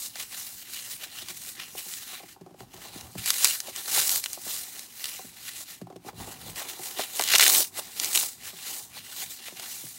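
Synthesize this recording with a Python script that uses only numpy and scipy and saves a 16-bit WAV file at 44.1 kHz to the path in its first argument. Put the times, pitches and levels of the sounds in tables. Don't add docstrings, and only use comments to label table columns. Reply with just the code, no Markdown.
import sys
import numpy as np
from scipy import signal
from scipy.fft import irfft
from scipy.io import wavfile
from scipy.ndimage import map_coordinates

SR = 44100
rng = np.random.default_rng(int(sys.argv[2]) if len(sys.argv) > 2 else 0)


def dump(signal):
    limited = np.clip(np.atleast_2d(signal).T, -1, 1)
    pcm = np.round(limited * 32767).astype(np.int16)
    wavfile.write(sys.argv[1], SR, pcm)


N = 440118


def amp(db):
    return 10 ** (np.asarray(db) / 20)


def evened(x):
    return x / np.sqrt(np.mean(x ** 2) + 1e-20)


def add(mix, s, sound):
    part = mix[max(round(s * SR), 0):][:len(sound)]
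    part += sound[:len(part)]


def coloured(x, points, size=4096):
    hz, db = np.transpose(points)
    bins_hz = abs(np.fft.fftfreq(size, 1 / SR))
    log_gain = np.log(amp(np.interp(np.log(bins_hz + 1), np.log(hz), db)))
    response = np.exp(np.conj(signal.hilbert(log_gain)))
    taps = np.fft.ifft(response).real[:size // 2]
    return evened(signal.oaconvolve(x, taps)[:len(x)])


def band(x, hz, spread, order=1):
    edges = [hz / spread, min(hz * spread, SR / 2 - 2000)]
    return signal.sosfilt(signal.butter(order, edges, "band", fs=SR, output="sos"), x)


def wander(per_s):
    points = rng.standard_normal(N // 10)
    return evened(np.interp(np.arange(N) / SR * per_s, np.arange(len(points)), points))


def grains(per_s, spread_db, cap):
    size_db = spread_db * np.minimum(rng.exponential(1, N), cap)
    clicks = amp(size_db) * rng.choice([-1, 1], N)
    return evened(clicks * (rng.random(N) < per_s / SR))


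def room_air():
    # (frequency [Hz], density [dB per Hz])
    air_spectrum = [(25, -30), (55, -2.5), (180, -4), (240, 4.5), (330, -2.5), (500, -24), (1500, -15),
                    (5000, -16.5), (16000, -21.5)]
    return amp(-63.5) * coloured(rng.standard_normal(N), air_spectrum)


def swell(s, rise, release):
    shape = 1.285
    t = np.arange(0, N, 44) / SR - s
    u = t / np.where(t < 0, rise, release)
    return amp(-10 * abs(u) ** shape), np.tanh(u)


def together(gains):
    total = np.linalg.norm(gains, axis=0)
    return np.interp(np.arange(N), np.arange(0, N, 44), total) + 1e-9


def hands():
    # (time of greatest pressure [s], rise [s],
    # release [s], fine powder [dB], coarse crackle at the peak [dB], scuffing [dB])
    squeezes = [(0.044,0.18,0.049,-35,-47.5,-64), (0.21,.048,.039,-35.5,-38,-54.5),
                (0.335,.017,.026,-42.5,-40,-59), (0.408,0.12,0.18,-38.5,-46.5,-67),
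                (0.608,0.057,.041,-45,-50,-73), (0.746,0.072,.15,-38.5,-42.5,-75),
                (0.92,.08,.061,-38,-45,-73), (1.041,.039,0.034,-41.5,-41,-64),
                (1.185,.084,0.083,-42,-42,-67), (1.297,0.024,0.033,-38.5,-39.5,-64),
                (1.372,0.045,0.031,-44,-56,-76), (1.496,0.14,0.052,-39,-46,-74),
                (1.608,0.03,0.062,-44,-37,-66), (1.793,0.025,.022,-38,-41,-54),
                (1.95,0.23,0.067,-38.5,-48,-76), (2.135,0.16,0.058,-42,-41.5,-65),
                (2.331,0.14,0.017,-50,-52.5,-70), (3.298,0.041,0.027,-24.5,-29.5,-58),
                (3.479,.15,0.0803,-25,-30.5,-54), (3.695,0.053,0.018,-39.5,-42.5,-47),
                (3.795,0.056,0.034,-38,-40,-53), (3.992,0.087,0.055,-22.5,-29,-42.5),
                (4.079,0.02,.046,-29,-45,-48), (4.165,0.21,0.038,-26.5,-43,-45),
                (4.243,.028,.038,-38,-47,-62), (4.334,0.081,.035,-38.5,-47,-59),
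                (4.511,0.1,0.175,-34,-43,-53.5), (4.772,.071,.107,-42,-46,-57),
                (5.064,0.11,0.19,-38,-42.5,-64), (5.49,0.099,0.053,-40.5,-43,-72),
                (5.614,.092,0.025,-37.5,-45,-64), (5.705,0.036,0.059,-42,-44.5,-65),
                (6.873,0.082,0.088,-36,-41.5,-48), (6.993,.025,.08,-34.5,-34.5,-42.5),
                (7.162,0.032,.14,-33.5,-38,-48), (7.352,.06,0.011,-25.5,-22.5,-41.5),
                (7.435,.06,0.087,-24,-24,-42), (7.585,0.21,0.046,-20,-34,-37),
                (7.794,.034,.012,-31.5,-35.5,-43), (7.824,0.055,0.32,-45,-48,-56),
                (8.042,0.059,0.084,-30,-35,-43.5), (8.165,0.048,.088,-22.5,-34.5,-44),
                (8.489,0.074,0.032,-41.5,-42,-52), (8.71,.15,0.068,-37,-40.5,-53),
                (8.79,.097,0.068,-37.5,-51,-52.5), (8.98,0.056,0.027,-44.5,-43.5,-63),
                (9.076,0.093,0.027,-50,-47.5,-62), (9.23,.13,0.05,-36.5,-40,-56),
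                (9.311,.022,0.063,-38.5,-45,-62), (9.476,0.063,0.043,-42,-41.5,-58),
                (9.629,0.051,0.069,-41.5,-39.5,-51.5), (9.74,.17,.29,-39.5,-49.5,-64)]
    # (time of fastest motion [s],
    # rise [s], hiss release [s], crumb hiss [dB], tub rumble [dB], scuffing [dB])
    drags = [(2.606,.024,0.037,-52,-52.5,-57), (2.741,0.011,.057,-50,-62,-55.5),
             (2.86,.098,.054,-46.5,-64,-51.5), (2.95,.031,0.13,-46,-56,-51.5),
             (3.184,0.0053,0.031,-39,-50,-61), (6.085,0.033,.021,-47,-58,-50),
             (6.205,0.033,0.066,-45,-51,-45.5), (6.326,0.093,.028,-43,-56,-50),
             (6.492,.12,.053,-44,-55,-50), (6.574,.018,0.1,-37.5,-68,-45.5),
             (6.687,0.012,0.073,-39,-64,-48)]
    spent_db = 0.9
    squeeze_rumble_db, drag_crackle_db = -38.5, -1.7
    tub_rocks = 2.0
    fine, coarse, scuff, rumble = [], [], [], []
    for s, rise, release, powder_db, crackle_db, scuff_db in squeezes:
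        push, progress = swell(s, rise, release)
        fine.append(push * amp(powder_db))
        coarse.append(push * amp(crackle_db - spent_db * progress))
        scuff.append(push * amp(scuff_db))
        rumble.append(push * amp(powder_db + squeeze_rumble_db))
    for s, rise, release, hiss_db, rumble_db, scuff_db in drags:
        push, _ = swell(s, rise, release)
        rock, _ = swell(s, rise, release * tub_rocks)
        fine.append(push * amp(hiss_db))
        coarse.append(push * amp(hiss_db + drag_crackle_db))
        scuff.append(rock * amp(scuff_db))
        rumble.append(rock * amp(rumble_db))
    return [together(gains) for gains in (fine, coarse, scuff, rumble)]


def rubbing(sliding, nudging):
    # (frequency [Hz], density [dB per Hz])
    scuff_spectrum = [(60, -25), (200, -11.5), (290, -4.5), (375, 1), (520, -6.5), (660, -4), (780, 3.5),
                      (900, -3), (1080, -4), (1600, -13.5), (4000, -37)]
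    rumble_spectrum = [(25, -36), (37, -13), (50, -3.5), (72, -5.5), (118, 2.5), (145, -4.5), (172, 0),
                       (250, -7), (500, -27.5), (1500, -47)]
    tremble_db, fingers_db = -68.5, -65.5
    catches = grains(per_s=1500, spread_db=2.5, cap=2.6) * amp(2 * wander(per_s=60))
    scuff = coloured(catches, scuff_spectrum) * np.hypot(sliding, amp(fingers_db))
    nudges = rng.standard_normal(N) * amp(3.1 * wander(per_s=22))
    rumble = coloured(nudges, rumble_spectrum) * np.hypot(nudging, amp(tremble_db))
    return amp(-1) * scuff + amp(3.0) * rumble


def bumps(size=2048):
    # (time [s], level [dB], centre [Hz])
    contacts = [(0.158, -47, 800), (1.03, -50.5, 580), (3.683, -40, 600), (3.882, -42.5, 730),
                (3.978, -30.5, 810), (6.087, -36.5, 800), (6.464, -49, 516), (6.562, -54, 560),
                (6.616, -41, 640), (6.994, -26, 677), (7.197, -24.5, 730), (7.344, -29.5, 680),
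                (7.605, -34.5, 550), (7.79, -36.5, 620), (8.233, -39, 780), (8.532, -51, 620),
                (8.969, -46, 830), (9.484, -45, 714), (9.596, -48, 660)]
    out, t = np.zeros(N), np.arange(size) / SR
    for s, db, hz in contacts:
        pop = np.sin(2 * np.pi * hz * t) * (1 - np.exp(-t / 0.00079)) * np.exp(-t / 0.002)
        grate = band(rng.standard_normal(size) * np.exp(-t / 0.0093), hz, spread=1.84, order=2)
        bump = evened(evened(pop) + 0.84 * evened(grate))
        add(out, s, amp(db) * bump * np.sqrt(SR / 100 / size))
    return amp(-1) * out


def falling_crumbs(count=30):
    level_db, spread_db, centre_hz = -57, 5, 604
    rows = []
    for place, strength, colour in rng.random((count, 3)):
        db = level_db + spread_db * (2 * strength - 1)
        rows.append((place * N / SR, db, centre_hz * 2 ** (colour - .5)))
    return rows


def tub_ring(size=8192):
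    # (frequency [Hz], greatest relative level [dB], time to fall 60 dB [s])
    modes = [(118, 3, 0.2), (171.2, 0, 0.18), (273, -12.5, 0.14), (330, -14, 0.22), (374.3, -2.5, 0.093),
             (525, -20, .07), (716.6, -6.5, 0.093), (770, -1, 0.083), (818, -2.5, 0.058), (1073, -2, 0.072)]
    t = np.arange(size) / SR
    ring = np.zeros(size)
    for hz, db, t60 in modes:
        strength = rng.uniform(0.41, 1) * rng.choice([-1, 1])
        ring += strength * amp(db - 60 * t / t60) * np.sin(2 * np.pi * hz * t)
    return ring


def knocks(size=8192):
    # (time [s], level [dB], centre [Hz])
    lumps = [(1.221, -50, 378), (1.298, -46.5, 336), (1.579, -52, 310), (1.749, -42, 495),
             (1.862, -51, 358), (2.13, -48, 620), (2.199, -46, 610), (2.232, -44.5, 426), (2.362, -50, 600),
             (2.411, -41, 280), (2.462, -44, 484), (2.508, -49, 360), (2.542, -48, 410),
             (2.605, -41.5, 430), (2.628, -53, 372), (2.738, -44, 380), (2.957, -40.5, 308),
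             (3.153, -34, 202), (4.373, -43, 650), (4.463, -42.5, 461), (5.19, -41, 700), (5.244, -45, 318),
             (5.814, -34, 215), (5.869, -43.5, 424), (5.901, -42, 485), (5.925, -44.5, 406),
             (5.959, -39.5, 349), (6.047, -45.5, 452), (6.063, -43, 380), (6.13, -44, 270),
             (6.211, -50, 314), (6.276, -41, 383.6), (6.791, -39, 465), (8.532, -51, 270),
             (9.522, -46, 352.8), (9.838, -43.5, 229)]
    out, t = np.zeros(N), np.arange(size) / SR
    f = np.fft.rfftfreq(size, 1 / SR)
    for s, db, hz in [*lumps, *falling_crumbs()]:
        lag = 0.00308 * rng.uniform(0.63, 1.41)
        bending = irfft(np.exp(-4j * np.pi * lag * np.sqrt(400 * f)))
        settle = rng.standard_normal(size) * np.exp(-t / 0.00775)
        thump = band(evened(bending) + evened(settle), hz, spread=1.8, order=2)
        ring = band(signal.oaconvolve(tub_ring(), bending)[:size], hz, spread=1.64, order=2)
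        body = band(evened(thump) + 1.4 * evened(ring), 330, spread=4.9, order=4)
        tick = band(rng.standard_normal(size) * np.exp(-t / 0.0071), 1900, spread=3.4)
        knock = evened(body) + amp(-17) * evened(tick)
        add(out, s, amp(db) * knock * np.sqrt(SR / 100 / size))
    return out


def drifting(x, depth_db, slow, wide):
    hz, t, z = signal.stft(x, SR, nperseg=512)
    field = rng.standard_normal((120, 800))
    at = np.meshgrid(np.log(hz + 400) / wide, t / slow, indexing="ij")
    patches = evened(map_coordinates(field, at, order=1, mode="wrap"))
    _, drifted = signal.istft(z * amp(depth_db * patches), SR, nperseg=512)
    return evened(drifted[:N])


def crumbling(fine, coarse):
    # (frequency [Hz], density [dB per Hz])
    powder_spectrum = [(300, -43), (1200, -13), (2500, -12), (4000, -4.5), (5200, -1.5), (7000, 1.5),
                       (11000, -0.1), (16000, -1.5)]
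    crumb_spectrum = [(150, -21), (400, -13), (560, -16), (790, -5.5), (930, -13), (1120, -7.5), (1400, -4),
                      (1850, -0.5), (2350, -0.5), (2850, 2), (3900, -1), (5500, -5.5), (9000, -15.5),
                      (16000, -25)]
    grit_spectrum = [(150, -27), (380, -13), (560, -12.5), (790, -7.5), (1000, -17.5), (2200, -3.5),
                     (3200, -4.5), (3950, 2.5), (4500, -0.5), (5200, -7), (9000, -19.5), (16000, -24)]
    avalanche = wander(per_s=490) + 1.24 * wander(per_s=110)
    firm = coarse / (coarse + amp(-30))
    avalanche *= 0.73 + .65 * firm
    powder = coloured(grains(per_s=22000, spread_db=1.0, cap=3.3) * amp(1.16 * avalanche), powder_spectrum)
    crumbs = coloured(grains(per_s=3500, spread_db=4.0, cap=3.4) * amp(2.0 * avalanche), crumb_spectrum)
    grit = coloured(grains(per_s=7000, spread_db=3.5, cap=3.3) * amp(1.5 * avalanche), grit_spectrum)
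    loose = coarse ** 2 / (coarse ** 2 + (amp(-4.5) * fine) ** 2)
    pieces = np.sqrt(loose) * crumbs + np.sqrt(1 - loose) * grit
    chunks = drifting(pieces, depth_db=2.0, slow=.035, wide=.18)
    dust = drifting(powder, depth_db=1.1, slow=.06, wide=.12)
    return amp(2.2) * dust * fine + amp(0.35) * chunks * coarse


def stress(fractures):
    hits, t = np.zeros(N), np.arange(-1024, 1024) / SR
    for s, db, _, _ in fractures:
        add(hits, s, np.array([min(amp(db / 2), 1.)]))
    build_db = 3 * np.exp(-((t + .0005) / 0.0012) ** 2)
    pause_db = 7 * np.exp(-((t - .008) / 0.0023) ** 2)
    return amp(signal.oaconvolve(hits, build_db - pause_db, "same"))


def small_cracks(fine, count=900):
    full_rate, full_grip_db = 55, -30
    offset_db, spread_db, centre_hz, mean_s = 1, 4.5, 7040, .001
    rows = []
    for place, chance, strength, colour, length in rng.random((count, 5)):
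        grip = fine[int(place * N)]
        if chance * count < full_rate * N / SR * min(grip / amp(full_grip_db), 1):
            db = 20 * np.log10(grip) + offset_db + spread_db * strength
            rows.append((place * N / SR, db, centre_hz * 2 ** (colour - .5), mean_s * (.5 + length)))
    return rows


def all_fractures(fine):
    # (time [s], level [dB], nominal centre [Hz], length of the tear [s])
    big = [(0.1565, -30.5, 3180, 0.0014), (1.285, -28, 4264, 0.006), (1.9375, -27, 4990, 0.0026),
           (2.605, -40, 2200, 0.0025), (3.01, -33.5, 4400, 0.0022), (3.26, -19.5, 5700, .0016),
           (3.304, -9.5, 5430, .0018), (3.3414, -26, 4480, 0.00076), (3.445, -3.5, 6150, 0.0022),
           (3.454, -13.5, 5350, 0.0016), (3.47, -24, 6000, 0.0018), (3.603, -20.5, 6060, 0.0018),
           (3.7614, -25, 6400, 0.0029), (3.9624, -18, 5800, 0.0019), (4.001, -21, 6000, 0.00131),
           (4.079, -20, 8000, .0014), (4.0937, -15, 6200, 0.0012), (4.24, -20.5, 5464, 0.0017),
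           (4.26, -21, 4050, 0.0011), (4.3315, -23, 6440, 0.0013), (4.793, -29, 5862, .0024),
           (5.042, -21, 4600, 0.0031), (5.0563, -23.5, 4900, 0.002), (5.964, -45, 4510, 0.0013),
           (6.559, -30.5, 4566, 0.00348), (7.195, -16.5, 5470, 0.00123), (7.211, -17, 7550, 0.0016),
           (7.222, -18, 6000, 0.0022), (7.238, -17, 7450, 0.0027), (7.2765, -20, 4220, 0.0019),
           (7.2875, -17.5, 6500, 0.0018), (7.325, -14, 3880, 0.0017), (7.337, -9.5, 3000, 0.0012),
           (7.342, -17, 5000, .0011), (7.3522, -10.5, 4540, 0.0021), (7.3573, -8, 4600, 0.00091),
           (7.361, -11, 5500, .0013), (7.3825, -9, 5870, .003), (7.3965, -6.5, 3000, 0.0025),
           (7.408, -10.5, 4200, .0021), (7.411, -9, 5300, 0.0018), (7.4176, -11, 4470, .0011),
           (7.4257, -7.5, 3700, .0014), (7.4413, -13.5, 6800, .0008), (7.45, -15, 6200, .0021),
           (7.455, -13, 6600, 0.0022), (7.465, -10.5, 3300, .0011), (7.479, -9, 7000, 0.0024),
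           (7.4987, -11, 5000, 0.0012), (7.5486, -11.5, 7690, .002), (7.606, -16.5, 9000, 0.0013),
           (7.794, -27, 5500, .003), (7.999, -15.5, 5300, 0.0011), (8.036, -23, 5500, 0.00193),
           (8.0454, -17.5, 8520, 0.002), (8.1494, -13, 5400, 0.0039), (8.158, -12.5, 6610, .0013),
           (8.175, -13.5, 6500, 0.0025), (9.597, -29.5, 3900, 0.0021)]
    return [*big, *small_cracks(fine)]


def snaps(fractures, size=1024):
    out, t = np.zeros(N), np.arange(size) / SR
    for s, db, hz, length in fractures:
        tear = rng.standard_normal(size) * (np.exp(-(t / length) ** 2) + 0.18 * np.exp(-t / 0.0065))
        tear[round(rng.uniform(0, .5) * length * SR)] += 4.68 * rng.choice([-1, 1])
        piece = band(tear, hz * rng.uniform(0.42, 1.0), spread=1.41)
        crack = evened(band(tear, hz * 0.99, spread=1.66)) + 0.7 * evened(piece)
        crack = band(crack, 4600, spread=9.1)
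        add(out, s, amp(db) * evened(crack) * np.sqrt(SR / 1000 / size))
    return amp(1.0) * out


def tub_echo(x, wet_db, t60, size=8192):
    t = np.arange(size) / SR
    cloud = rng.standard_normal(size) * amp(-60 * t / t60) * (t > .001)
    cloud = band(cloud, 3600, spread=5.3)
    return x + amp(wet_db) * signal.oaconvolve(x, cloud / np.linalg.norm(cloud))[:N]


def hollow(x):
    # (frequency [Hz], width [Hz], level [dB])
    resonances = [(1074, 52, -3), (1647, 33, -9), (1805, 21, -10), (1928, 72, -6.5), (2480, 19, -25),
                  (2790, 48, -7), (3960, 55, -8), (4300, 54, -16)]
    ringing = np.zeros(N)
    for hz, width, db in resonances:
        b, a = signal.iirpeak(hz, hz / width, SR)
        ringing += amp(db) * signal.lfilter(b, a, x)
    return x + ringing


def scene():
    fine, coarse, scuff, rumble = hands()
    handling = rubbing(scuff, rumble) + bumps() + knocks()
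    fractures = all_fractures(fine)
    grinding = crumbling(fine, coarse) * stress(fractures)
    foam = tub_echo(grinding + snaps(fractures), wet_db=-11, t60=0.036)
    return (room_air() + handling + amp(-0.83) * hollow(foam))[None]


def record(dry):
    ceiling, bass_hz, edge_hz = .8, 42, 15900
    rounded = dry / (1 + (dry / ceiling) ** 4) ** .25
    thin = signal.sosfilt(signal.butter(5, bass_hz, "high", fs=SR, output="sos"), rounded)
    lowpass = signal.firwin(511, edge_hz, window=("kaiser", 9), fs=SR)
    return signal.oaconvolve(thin, lowpass[None], "same")


dry = scene()
out = record(dry)
dump(out)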